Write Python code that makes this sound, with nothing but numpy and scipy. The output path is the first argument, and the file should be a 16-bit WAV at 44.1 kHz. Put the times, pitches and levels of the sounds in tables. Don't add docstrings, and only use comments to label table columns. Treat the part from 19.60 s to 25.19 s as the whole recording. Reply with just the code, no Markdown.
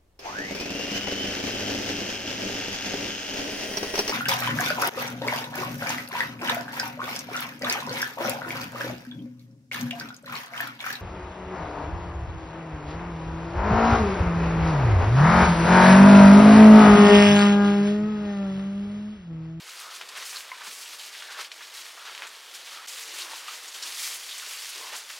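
import sys
import numpy as np
from scipy import signal
from scipy.fft import rfft, irfft
from scipy.io import wavfile

SR = 44100
rng = np.random.default_rng(int(sys.argv[2]) if len(sys.argv) > 2 else 0)


def wrap_up_sound(samples):
    columns = np.atleast_2d(samples).T
    tamed = np.clip(columns, -1, 1)
    steps = np.round(tamed * 32767).astype(np.int16)
    wavfile.write(sys.argv[1], SR, steps)


N = 246519
T = np.arange(N) / SR

# (time [s], peak [dB], pitch [Hz])
HEAP_BUMPS = [(0.778, -63.5, 130), (1.068, -55, 200), (1.085, -81, 60)]
# (time [s], level [dB], pitch [Hz])
BLADE_FLICKS = [ (0.198, -41.5, 9000), (0.348, -41, 6600), (0.571, -41, 7500), (0.662, -39, 8450),
                (0.695, -38, 6000), (1.7215, -44.5, 8540), (2.455, -44, 4700), (2.669, -43, 6850),
                (3.2825, -37, 6900), (4.080, -38, 6500), (4.545, -37, 10500), (4.780, -37, 7500), ]
# (first strain [s], level [dB], build-up [s], pitch [Hz], width [Hz])
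BUNCH_TEARS = [ (0.556, -36.5, 0.021, 1770, 2000), (0.623, -38, 0.0088, 4020, 3000),
               (0.757, -35, 0.015, 4250, 750), (1.785, -36, 0.027, 1250, 1000),
               (1.787, -44.5, 0.01, 423, 200), (1.792, -38, 0.024, 3900, 4000),
               (3.6, -35, 0.022, 4370, 3000), (4.695, -37.5, 0.038, 3500, 1000),
               (5.327, -41, 0.011, 1060, 700), ]
# (time [s], click peak [dB], pitch [Hz], width [Hz],
#                   fibre crackle re click peak [dB], crackle decay [s])
STALK_SNAPS = [ (0.4117, -25, 1700, 2400, -6.5, 0.0087), (0.489, -24.5, 4500, 4970, -11, 0.0087),
               (0.626, -28, 1900, 1500, -7, .003), (0.7285, -28, 1600, 2400, -8, 0.009),
               (0.769, -21, 4220, 600, -16, 0.0035), (0.8068, -24, 2670, 2000, -15, .002),
               (0.9165, -31, 1036, 70, -6, 0.011), (0.9166, -25, 2090, 100, -11, .004),
               (1.009, -37.5, 1330, 1000, 2, 0.011), (1.259, -30.5, 3170, 600, -7, .008),
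               (1.550, -28, 2230, 1200, -7, 0.0037), (1.622, -26.5, 2000, 2000, -6.5, 0.0054),
               (1.847, -26, 3020, 2000, -5, .004), (1.9168, -23, 3100, 2200, -9.5, 0.0079),
               (2.008, -31, 1590, 900, -8, .006), (2.375, -34, 1360, 590, -8, 0.0081),
               (2.477, -31, 1900, 1190, -5, .004), (2.550, -23, 2900, 2200, -15, 0.0065),
               (2.578, -22, 3000, 3000, -14, 0.0036), (2.6215, -18, 2200, 2600, -6, 0.0014),
               (2.631, -27, 2000, 1700, -7, 0.01), (3.6205, -18, 4380, 1300, -12, .004),
               (3.7324, -27.5, 1130, 900, -2.5, 0.0052), (3.8823, -26.5, 1340, 260, -8.5, 0.013),
               (3.8824, -24.5, 2700, 600, -11, 0.007), (4.2245, -22, 4600, 2600, -7, 0.018),
               (4.323, -20, 4100, 2500, -11, 0.0033), (4.693, -26, 3360, 1800, -9, 0.0033),
               (4.821, -34.5, 1370, 500, -2.5, .011), (5.269, -34, 2070, 1500, -8, .005),
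               (5.4992, -25.5, 2300, 2400, -5.5, 0.0059), (5.5045, -29, 1900, 1400, -9.5, .006), ]
# (time [s], length [s], level [dB], pitch [Hz], width of a crunch [Hz],
#                                    pitch glide over the stroke [share])
MOUTH_MUNCHES = [ (0.164, 0.23, -50, 1270, 620, -0.073), (1.612, 0.21, -50, 1550, 600, -0.26),
                 (2.362, 0.12, -53, 1290, 400, 0.017), (2.702, 0.69, -56.5, 3200, 450, -0.037),
                 (3.104, 0.13, -51, 1280, 300, 0.02), (3.285, 0.49, -63.5, 410, 80, -0.52),
                 (3.614, 0.12, -52.5, 1040, 300, -.1), (4.138, 0.26, -68.5, 374, 110, -0.37),
                 (5.147, 0.11, -58, 446, 110, 0.25), (5.149, 0.24, -50.5, 1014, 294, -.1), ]
# (molars meet [s], build-up [s], grinding level [dB], cheek level [dB])
JAW_BITES = [ (0.43, 0.017, -48, -56.5), (0.62, 0.15, -43, -54), (0.752, 0.01, -38.5, -53),
             (1.08, 0.22, -43.5, -61), (1.81, 0.15, -42.5, -55.5), (2.02, 0.033, -49, -67),
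             (2.2, 0.057, -50.5, -70), (2.482, 0.045, -41.5, -65), (2.655, 0.14, -42, -58),
             (3.245, 0.14, -48, -76), (3.745, 0.29, -46.5, -59), (3.955, 0.38, -46.5, -64),
             (4.285, 0.23, -47.5, -64), (4.55, 0.28, -48.5, -58.5), (4.98, 0.17, -50, -69),
             (5.355, 0.1, -43, -51), ]
# (time [s], length before settling [s], level [dB], crispness [dB], see PUSH_TIP_LIFT_DB)
MUZZLE_PUSHES = [ (0.062, 0.17, -48, -5.5), (0.163, 0.081, -48, -8), (0.3, 0.07, -46.5, -6),
                 (0.546, 0.1, -43, -7.5), (0.638, 0.17, -44.5, -0.5), (1.031, 0.056, -46, -1),
                 (1.098, 0.13, -48.5, 2.5), (1.21, 0.16, -48.5, -2), (1.382, 0.097, -43.5, -4.5),
                 (1.512, 0.15, -46, -9), (1.696, 0.034, -43, -25), (1.767, 0.093, -44, -8.5),
                 (2.012, 0.029, -47, -7), (2.132, 0.082, -43, -5), (2.235, 0.048, -46.5, -5.5),
                 (2.445, 0.067, -46, -20), (2.93, 0.03, -48, -0.5), (3.04, 0.13, -47.5, -8),
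                 (3.256, 0.18, -45.5, -1), (3.45, 0.083, -44.5, -7.5), (3.527, 0.11, -42, -3.5),
                 (3.683, .11, -45, -5), (3.86, 0.085, -44.5, -4.5), (4.127, 0.13, -45.5, -4),
                 (4.248, 0.082, -42.5, -2.5), (4.497, 0.073, -42.5, 0), (4.575, 0.16, -46.5, -1),
                 (4.731, 0.13, -42, -6), (4.874, 0.23, -41.5, -3), (5.115, 0.18, -43, -5.5),
                 (5.318, 0.042, -39.5, -11), (5.343, 0.042, -46.5, 4.5), (5.481, 0.052, -46.5, -2), ]
# (frequency [Hz], level [dB])
BLADE_COLOUR = [(200, -53.5), (700, -15.5), (1200, -9), (2000, -2), (3100, 0), (4500, -1), (6500, -8),
                (9000, -23.5), (15000, -28)]
# (frequency [Hz], level [dB])
TIP_COLOUR = [(2000, -69), (4500, -1.5), (7000, -0.5), (9000, -3), (11000, -5), (13000, -9), (16000, -12)]
# (frequency [Hz], level [dB])
GRIND_COLOUR = [(100, -57), (300, -34), (650, -13.5), (850, -5), (1050, 0), (1300, 0.5), (1750, -0.5),
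                (2300, -3.5), (3500, -4.5), (9000, -30)]
# (frequency [Hz], level [dB])
CHEEK_COLOUR = [(25, -42), (60, -37), (120, -27), (200, -14.5), (300, -8.5), (420, -0.5), (620, 0.5),
                (900, -0.5), (2000, -32.5), (6000, -67)]

GROUND_ECHO_S, GROUND_ECHO_DB = 0.0042, -19
FLICK_DECAY_S = 0.017
CRUNCH_SPREAD_DB, CRUNCH_SCATTER = 4, 0.058
BITE_RELEASE_S = 0.026
GRIND_DB, CHEEK_DB = -52, -61
SLIP_DECAY_S, BLADE_RING_Q = 0.0096, 5
PUSH_ATTACK_S, PUSH_SETTLE_S = 0.016, 0.027
PUSH_TIP_LIFT_DB = 2.5
HAUL_AT_S, HAUL_BUILD_S, HAUL_FADE_S = 4.445, 0.096, 0.082
HAUL_DB, HAUL_CRISP_DB = -36.5, 0
# (blade level [dB], tips re blades [dB])
FIRST_STIR, SECOND_STIR = (-48.5, -4), (-46, -2.4)
LULL_S, LULL_WIDTH_S, LULL_DB = 1.897, 0.024, -7
SPLICE_S, SPLICE_FADE_S, SPLICE_GAIN = 3.269, 0.008, 0.15
TOP_HZ = 15800


def undb(db):
    return 10 ** (np.asarray(db) / 20)


def unit(x):
    return x / np.sqrt(np.mean(x ** 2) + 1e-18)


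def colour(x, points):
    hz, db = np.transpose(points)
    size = 2048
    grid_hz = np.maximum(np.arange(size // 2 + 1) * SR / size, 1)
    outline_db = np.interp(np.log(grid_hz), np.log(hz), db)
    cepstrum = irfft(np.log(undb(outline_db)))
    cepstrum[1:size // 2] *= 2
    cepstrum[size // 2 + 1:] = 0
    impulse = irfft(np.exp(rfft(cepstrum)))
    return signal.fftconvolve(x, impulse)[:len(x)]


def resonate(x, hz, width_hz):
    pass_width_hz = min(1.5 * width_hz, SR / 4)
    b, a = signal.iirpeak(min(hz, SR / 3), hz / pass_width_hz, fs=SR)
    return signal.lfilter(b, a, signal.lfilter(b, a, x))


def add(out, s, x):
    i = max(int(s * SR), 0)
    out[i:i + len(x)] += x[:N - i]


def fractures(per_s, spread_db, size=N):
    hit = rng.random(size) < per_s / SR
    strength = undb(spread_db * np.minimum(rng.standard_normal(size), 2))
    return unit(hit * strength * np.sign(rng.standard_normal(size)))


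def clumps(per_s, decay_s, depth):
    kicks = (rng.random(N) < per_s / SR) * np.minimum(rng.exponential(size=N), 2.5)
    rises = signal.lfilter([1], [1, -np.exp(-1 / (decay_s * SR))], kicks)
    return unit(1 + depth * rises)


def pop(t, hz, width_hz):
    return np.sin(2 * np.pi * hz * t) * np.exp(-np.pi * width_hz * t)


def shed(x, count=14):
    t, wet = T[:SR // 4], 0
    for k in range(count):
        place = np.cos(np.pi / 2 * np.clip(T / T[-1] * (count - 1) - k, -1, 1))
        tail = rng.standard_normal(len(t)) * undb(-60 * t / 0.11) * (t > 0.003)
        tail = colour(tail, [(100, -3.5), (1200, -8.5), (4000, -7.0), (15000, -10.0)])
        tail = unit(tail) / np.sqrt(len(t))
        wet = wet + signal.oaconvolve(x * place, tail)[:N]
    return x + undb(-15.5) * wet


def bumps():
    out, t = np.zeros(N), T[:SR // 4]
    for s, db, hz in HEAP_BUMPS:
        thud = resonate(rng.standard_normal(len(t)) * np.exp(-t / 0.02), hz, hz)
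        add(out, s, undb(db) * thud / np.abs(thud).max())
    return out


def flicks():
    out, t = np.zeros(N), T[:SR // 12]
    for s, db, hz in BLADE_FLICKS:
        clicks = fractures(3500, 2, size=len(t))
        clicks[0] = 4
        ringing = unit(resonate(clicks, hz, hz / 2))
        add(out, s, undb(db) * np.exp(-t / FLICK_DECAY_S) * ringing)
    return out


def tears():
    out, t = np.zeros(N), T[:SR // 6]
    for s, db, build_s, hz, width_hz in BUNCH_TEARS:
        build = np.minimum(t / build_s, 1) ** 0.25
        release = np.exp(-np.maximum(t - build_s, 0) / 0.005)
        fibres = unit(resonate(fractures(2200, 2.5, size=len(t)), hz, width_hz))
        add(out, s, undb(db) * build * release * fibres)
    return out


def snaps():
    out, t = np.zeros(N), T[:SR // 8]
    for s, db, hz, width_hz, fibres_db, decay_s in STALK_SNAPS:
        click = resonate(pop(t, hz, width_hz), hz, max(hz, width_hz))
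        click = undb(db) * click / np.abs(click).max()
        fade = np.exp(-t / decay_s) * (t > 0.0015)
        fibres = resonate(fractures(4000, 2.5, size=len(t)) * fade, hz, width_hz)
        fibres *= np.linalg.norm(fade) / np.linalg.norm(fibres)
        add(out, s, click + undb(db + fibres_db) * fibres)
        add(out, s + GROUND_ECHO_S, undb(GROUND_ECHO_DB) * click)
    return out


def stalks():
    return colour(snaps() + tears() + flicks(), [(60, -39), (200, -21), (450, -1.5), (16000, -1.0)])


def munches():
    out, t = np.zeros(N), T[:SR // 50]
    for s, length_s, db, hz, width_hz, glide in MOUTH_MUNCHES:
        wad, crunches = np.zeros(N), int(800 * length_s)
        parts = rng.random(crunches)
        scatter = np.clip(rng.standard_normal((crunches, 2)), -2, 1.5)
        for part, (size, detune) in zip(parts, scatter):
            pitch_hz = hz * (1 + glide * (part - 0.5) + CRUNCH_SCATTER * detune)
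            gain = np.sin(np.pi * part) ** 0.5 * undb(CRUNCH_SPREAD_DB * size)
            add(wad, part * length_s, gain * pop(t, pitch_hz, width_hz / 2))
        stroke = wad[:int(length_s * SR) + len(t)]
        add(out, s, undb(db) * unit(resonate(stroke, hz, hz)))
    return out


def squeeze(s, build_s):
    return np.exp(np.minimum((T - s) / build_s, (s - T) / BITE_RELEASE_S))


def chewing(slips):
    grind_power, cheek_power = undb(GRIND_DB) ** 2, undb(CHEEK_DB) ** 2
    for s, build_s, grind_db, cheek_db in JAW_BITES:
        pressure = squeeze(s, build_s)
        grind_power = grind_power + (undb(grind_db) * pressure) ** 2
        cheek_power = cheek_power + (undb(cheek_db) * pressure) ** 2
    grind = unit(colour(fractures(3000, 3.7) * clumps(69, 0.0048, 0.2), GRIND_COLOUR))
    cheeks = unit(colour(fractures(2200, 3.5) * slips, CHEEK_COLOUR))
    return np.sqrt(grind_power) * grind + np.sqrt(cheek_power) * cheeks


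def swell(s, length_s):
    rise = np.clip((T - s) / PUSH_ATTACK_S, 0, 1)
    return rise * np.exp(-np.maximum(T - s - length_s, 0) / PUSH_SETTLE_S)


def haul():
    width_s = np.where(T < HAUL_AT_S, HAUL_BUILD_S, HAUL_FADE_S)
    return undb(HAUL_DB) * np.exp(-((T - HAUL_AT_S) / width_s) ** 2)


def lull():
    return undb(LULL_DB * np.exp(-((T - LULL_S) / LULL_WIDTH_S) ** 4))


def crackle(count=3400):
    out, t = np.zeros(N), T[:SR // 70]
    hits = rng.random((count, len(t))) < 1100 / SR
    runs = hits * rng.choice([-1, 1], (count, len(t))) * np.exp(-t / SLIP_DECAY_S)
    runs[:, 0] = 1
    for run, (when, size) in zip(runs, rng.random((count, 2))):
        hz = 900 * (14500 / 900) ** size
        add(out, when * T[-1], resonate(run, hz, hz / BLADE_RING_Q))
    return unit(out)


def rustle(slips):
    stir_db, stir_crisp_db = (np.where(T < SPLICE_S, a, b) for a, b in zip(FIRST_STIR, SECOND_STIR))
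    blade_power, tip_power = undb(stir_db) ** 2, undb(stir_db + stir_crisp_db) ** 2
    forces = [(undb(db) * swell(s, length_s), crisp_db) for s, length_s, db, crisp_db in MUZZLE_PUSHES]
    forces.append((haul(), HAUL_CRISP_DB))
    for force, crisp_db in forces:
        blade_power = blade_power + force ** 2
        tip_power = tip_power + (force * undb(crisp_db + PUSH_TIP_LIFT_DB)) ** 2
    ringing = crackle()
    blade_cracks = fractures(5200, 2.5) + undb(-7) * ringing
    tip_cracks = fractures(9000, 1.7) + undb(-8.5) * np.roll(ringing, N // 2)
    blades = unit(colour(blade_cracks * slips, BLADE_COLOUR))
    tips = unit(colour(tip_cracks * slips, TIP_COLOUR))
    return np.sqrt(blade_power) * blades + np.sqrt(tip_power) * tips


def scene():
    slips = clumps(100, 0.011, 0.13)
    feeding = lull() * rustle(slips) + chewing(slips) + munches() + stalks() + bumps()
    splice_fade = np.clip(np.abs(T - SPLICE_S) / SPLICE_FADE_S, SPLICE_GAIN, 1)
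    return np.tile(shed(feeding) * splice_fade, (2, 1))


def record(dry):
    return signal.sosfilt(signal.ellip(10, 0.1, 70, TOP_HZ, fs=SR, output="sos"), dry)


dry = scene()
out = record(dry)
wrap_up_sound(out)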